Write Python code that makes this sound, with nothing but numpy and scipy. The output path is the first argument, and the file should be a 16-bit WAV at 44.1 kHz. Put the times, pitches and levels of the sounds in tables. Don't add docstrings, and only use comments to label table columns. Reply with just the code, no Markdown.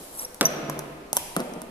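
import sys
import numpy as np
from scipy import signal
from scipy.fft import rfft, irfft
from scipy.io import wavfile
from scipy.ndimage import uniform_filter1d

SR = 44100
rng = np.random.default_rng(int(sys.argv[2]) if len(sys.argv) > 2 else 0)


def unload_wav(signal):
    wavfile.write(
        sys.argv[1],
        SR,
        np.round(np.clip(np.atleast_2d(signal).T, -1, 1) * 32767).astype(np.int16),
    )


N = 74970


def amp(db):
    return 10 ** (np.asarray(db) / 20)


def unit(x):
    return x / np.sqrt(np.sum(x ** 2) + 1e-20)


def seconds(size):
    return np.arange(size) / SR


def read(curve, hz):
    f, value = np.transpose(curve)
    return np.interp(np.log(hz + 1), np.log(f + 1), value)


def colour(x, eq, size=4096):
    log_gain = np.log(amp(read(eq, abs(np.fft.fftfreq(size, 1 / SR)))))
    taps = np.fft.ifft(np.exp(np.conj(signal.hilbert(log_gain)))).real[:size // 2]
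    return signal.fftconvolve(x, taps)[:len(x)]


def place(mix, onset, sound, lead_ms):
    start = round(onset * SR)
    for channel, at in zip(mix, (start, start + round(lead_ms * SR / 1000))):
        piece = sound[max(-at, 0):]
        part = channel[max(at, 0):][:len(piece)]
        part += piece[:len(part)]


def burst(eq, decay_s, push, size=6000):
    chatter = unit(rng.choice([-1., 1.], size) * np.exp(-seconds(size) / decay_s))
    chatter[0] = -push
    hz = np.fft.rfftfreq(size, 1 / SR)
    ripple_db = 10 * np.log10(uniform_filter1d(abs(rfft(chatter)) ** 2, size=20))
    return unit(colour(chatter, np.transpose([hz, read(eq, hz) - ripple_db])))


def pulse(eq, size=3000):
    return unit(colour(signal.unit_impulse(size), eq))


def ring(modes, tune=1, size=12000):
    t = seconds(size)
    partials = (amp(db - 60 * t / t60) * np.sin(2 * np.pi * hz * tune * t) for hz, db, t60 in modes)
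    return unit(sum(partials))


# f/Hz, left-right coherence
COHERENCE = [(130, 0.98), (290, 0.88), (640, 0.56), (1400, 0)]

def diffuse(size):
    left, other = rfft(rng.standard_normal((2, size)))
    alike = read(COHERENCE, np.fft.rfftfreq(size, 1 / SR))
    return irfft([left, alike * left + np.sqrt(1 - alike ** 2) * other], size)


# f/Hz, level/dB
AIR_EQ = [(20, 18.5), (85, 18), (180, -29), (500, -4.5), (1500, -36), (4000, -16.5), (12000, -23)]
LINGER_EQ = [(60, -22), (170, -0.5), (450, 1.5), (900, -5), (2000, -14.5), (7000, -14.5), (12000, -14.5)]

def room_tone(eq, db):
    noise = np.array([colour(channel, eq) for channel in diffuse(N)])
    return amp(db) * noise / noise.std()


# t/s, swell/s, fade/s, level/dB
SLIDE_CUES = [(-0.03, 0.071, 0.087, -45.5), (0.10, 0.14, 0.0094, -31.5), (0.421, 0.016, 0.041, -36.5),
              (1.13, 0.034, 0.0019, -31)]
# f/Hz, level/dB
SLIDE_EQ = [(150, -15), (800, 1.5), (1600, -7), (3000, -16.5), (7000, -10), (9000, 3), (11500, 0),
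            (14000, -7.5)]
GRAIN_DB, PLAYER_LEAD_MS = 3, .27

def slides():
    out, t = np.zeros((2, N)), seconds(SR // 2)
    for onset, swell, fade, db in SLIDE_CUES:
        grain = uniform_filter1d(rng.standard_normal(len(t)), size=60)
        hiss = colour(rng.standard_normal(len(t)) * amp(GRAIN_DB * grain / grain.std()), SLIDE_EQ)
        envelope = np.minimum(t / swell, 1) * np.exp(-np.maximum(t - swell, 0) / fade)
        place(out, onset, amp(db) * envelope * hiss / hiss.std(), PLAYER_LEAD_MS)
    return out


# t/s, length/s, level/dB, f/Hz, octave against the tone/dB
SQUEAK_CUES = [(0.193, .008, -30, 5750, 0), (0.248, .009, -30.5, 5600, -2),
               (0.4527, .0105, -11.5, 5870, -9), (0.462, .012, -22, 5930, -6)]
SQUEAK_SAG, SQUEAK_JITTER = .028, .005
OCTAVE_SEND_DB = 3.5

def squeaks():
    out, send = np.zeros((2, 2, N))
    for onset, length, db, hz, octave_db in SQUEAK_CUES:
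        progress = np.arange(0, length, 1 / SR) / length
        waver = uniform_filter1d(rng.standard_normal(len(progress)), size=25)
        pitch = hz * (1 + SQUEAK_SAG * (.5 - progress) + SQUEAK_JITTER * waver / waver.std())
        phase = 2 * np.pi * np.cumsum(pitch) / SR
        swell = amp(db) * np.sqrt(2) * np.sin(np.pi * progress ** .5) ** .8
        tone = swell * np.sin(phase)
        octave = swell * amp(octave_db) * np.sin(2 * phase)
        place(out, onset, tone + octave, PLAYER_LEAD_MS)
        place(send, onset, tone + amp(OCTAVE_SEND_DB) * octave, PLAYER_LEAD_MS)
    return out, send


# t/s, level/dB, floor note f/Hz
STEP_CUES = [(0.232, -14, 500), (0.43, -2, 150), (0.562, -6, 320), (0.625, -4, 148), (0.68, -2, 148),
             (0.763, -6, 390), (1.51, -12, 275), (1.56, -8, 175)]
# f/Hz, level/dB
THUD_EQ = [(50, -30.5), (105, -32), (150, 0), (290, 2.5), (420, -1), (620, -1.5), (900, -8), (2000, -17),
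           (6000, -77.5)]
STEP_T60_S, STEP_RISE_S, THUD_DECAY_S = .24, .004, .012

def steps():
    out, t = np.zeros((2, N)), seconds(12000)
    attack = 1 - np.exp(-t / STEP_RISE_S)
    for onset, db, hz in STEP_CUES:
        boom = ring([(hz, 0, STEP_T60_S)])
        thud = amp(-1.5) * burst(THUD_EQ, THUD_DECAY_S, push=0, size=len(t))
        place(out, onset, amp(db) * unit((boom + thud) * attack), PLAYER_LEAD_MS)
    return out


# t/s, tick level/dB, shell level/dB, cavity level/dB, cavity f/Hz
BOUNCE_CUES = [(0.3453, -14, -41, -42, 870), (0.698, -5.5, -15.5, -3, 1034), (0.792, -6, -14.5, -11.5, 910),
               (1.5372, -21.5, -23.5, -21, 966), (1.6179, -10.5, -36.5, -15, 980)]
# the same columns, then blade level/dB
CLACK_CUES = [(1.1302, 5, -9, -2, 846, -30), (1.168, 11, 5, -1.5, 974, -15), (1.1732, 0, -18, -4, 950, -15)]
# f/Hz, level/dB
TICK_EQ = [(100, -68), (400, -20), (1500, -13.5), (4000, -8.5), (7000, -1.5), (8700, 1), (11000, 4.5),
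           (14000, -2.5)]
# f/Hz, level/dB, T60/s
SHELL_MODES = [(5990, 13.5, 0.0071), (5300, 1, 0.014)]
BLADE_MODES = [(3230, 1, 0.11)]
# ratio to cavity f, level/dB, T60/s
CAVITY_MODES = [(.76, 1, 0.014), (1, 12, 0.018), (1.5, 0, 0.012)]
# t/s, lead of the left microphone/ms
BALL_PAN = [(0.34, .2), (0.41, -.1), (0.7, .17), (1.13, .2)]

def ball():
    out, send = np.zeros((2, 2, N))
    for onset, tick_db, shell_db, cavity_db, cavity_hz, *blade_db in BOUNCE_CUES + CLACK_CUES:
        lead_ms = np.interp(onset, *np.transpose(BALL_PAN))
        body = amp(shell_db) * ring(SHELL_MODES) + amp(cavity_db) * ring(CAVITY_MODES, cavity_hz)
        blade = amp(blade_db[0]) * ring(BLADE_MODES) if blade_db else 0
        place(out, onset, amp(tick_db) * burst(TICK_EQ, decay_s=.0008, push=.38), lead_ms)
        place(out, onset, body + blade, lead_ms)
        place(send, onset, amp(tick_db) * pulse(TICK_EQ), lead_ms)
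        place(send, onset, amp(-4.5) * body + blade, lead_ms)
    return out, send


# delay/s, level/dB
REFLECTIONS = [(.001, -7), (.0155, -17), (.026, -21)]
SMEAR_S = .0042

def scatter(x):
    spray = unit(diffuse(N) * np.exp(-seconds(N) / SMEAR_S))
    echoes = sum(amp(db) * np.roll(spray, round(delay * SR), axis=1) for delay, db in REFLECTIONS)
    return signal.fftconvolve(x, echoes, axes=1)[:, :N]


# t/s, tick, crack, thud, ring and boom level/dB, boom f/Hz
BOARD_CUES = [(0.4106, -7, 10.5, 9, 5.5, 1, 160), (0.4287, -24, -8.5, 2, -6, -3, 249),
              (1.3652, -1, -6.5, 4, -4.5, 1, 190.7), (1.395, -21, -17, -0.5, -26, 1, 246),
              (1.4031, -11, -12, -3.5, -27, -17, 272)]
# f/Hz, level/dB
CRACK_EQ = [(100, -55), (800, -5.5), (1280, 9.5), (2400, -3.5), (4300, -2), (6500, -5), (13000, -15.5)]
# f/Hz, level/dB, T60/s
BOARD_MODES = [(248.6, -26, 0.27), (323.7, 0.5, 0.21), (464, -21, 0.071), (673, 1, 0.36), (1054, -2, 0.19),
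               (1206, 14.5, 0.042), (1327, 5.5, 0.053), (1760, -10, 0.27)]
CRACK_DECAY_S, BOOM_T60_S = .0014, .16

def boards():
    out, send = np.zeros((2, 2, N))
    for onset, tick_db, crack_db, thud_db, ring_db, boom_db, boom_hz in BOARD_CUES:
        lead_ms = np.interp(onset, *np.transpose(BALL_PAN))
        crack = amp(crack_db) * (burst(CRACK_EQ, CRACK_DECAY_S, push=.7) + amp(-3) * rattle())
        tick = amp(tick_db) * burst(TICK_EQ, CRACK_DECAY_S, push=.7)
        thud = amp(thud_db) * burst(THUD_EQ, THUD_DECAY_S, push=.5)
        boom = amp(boom_db) * ring([(boom_hz, 0, BOOM_T60_S)])
        wood = amp(ring_db) * ring(BOARD_MODES) + boom
        place(out, onset, tick + crack + thud, lead_ms)
        place(out, onset, -wood, lead_ms)
        for db, eq in (tick_db, TICK_EQ), (crack_db, CRACK_EQ), (thud_db, THUD_EQ):
            place(send, onset, amp(db) * pulse(eq), lead_ms)
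        place(send, onset, wood, lead_ms)
    return out, send


def rattle(clicks_per_s=2000, decay_s=.007, size=6000):
    clicks = rng.standard_normal(size) * (rng.random(size) < clicks_per_s / SR)
    return unit(colour(clicks * np.exp(-seconds(size) / decay_s), CRACK_EQ))


# f/Hz, T60/s
HALL_DECAY = [(150, 3), (1000, 2.04), (2500, 2.14), (4500, 1.6), (6000, .9), (9000, 1.3), (13000, .65)]
# f/Hz, level/dB
HALL_EQ = [(100, -7.5), (200, -7), (400, 0), (1000, -1), (2500, 0.5), (4500, -10.5), (6000, -9),
           (8500, -13), (13500, -14)]
PREDELAY_S, BUILD_S = .005, .004

def hall(send):
    hz, t, bands = signal.stft(diffuse(N), SR, nperseg=512)
    t60 = read(HALL_DECAY, hz)[:, None]
    decay = amp(read(HALL_EQ, hz)[:, None] - 60 * t / t60)
    equal_energy = np.sqrt(2 * np.log(1000) / (t60 * SR))
    tail = signal.istft(bands * decay * equal_energy, SR, nperseg=512)[1][:, :N]
    build = 1 - np.exp(-np.maximum(seconds(N) - PREDELAY_S, 0) / BUILD_S)
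    return signal.fftconvolve(send, tail * build, axes=1)[:, :N]


def scene():
    knocks, knock_send = boards()
    taps, tap_send = ball()
    echoes = scatter(taps)
    soles, sole_send = squeaks()
    feet, scrapes = steps(), slides()
    ball_send = amp(.42) * knock_send + amp(2) * tap_send
    player_send = amp(-8) * sole_send + amp(1) * feet + amp(-.5) * scrapes
    reverb = hall(ball_send + player_send)
    air = room_tone(AIR_EQ, db=-41.5)
    lingering = room_tone(LINGER_EQ, db=-41.5 - 21.5 * seconds(N))
    return knocks + taps + echoes + soles + feet + scrapes + reverb + air + lingering


# f/Hz, level/dB
MIC_EQ = [(85, -15), (145, 0), (14200, 0), (15300, -42)]
LOWPASS_HZ = 15900

def record(dry):
    heard = np.array([colour(channel, MIC_EQ) for channel in dry])
    limited = .95 * heard / (1 + heard ** 6) ** (1 / 6)
    lowpass = signal.firwin(255, LOWPASS_HZ, window=("kaiser", 9), fs=SR)
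    return signal.oaconvolve(limited, lowpass[None], "same")


dry = scene()
out = record(dry)
unload_wav(out)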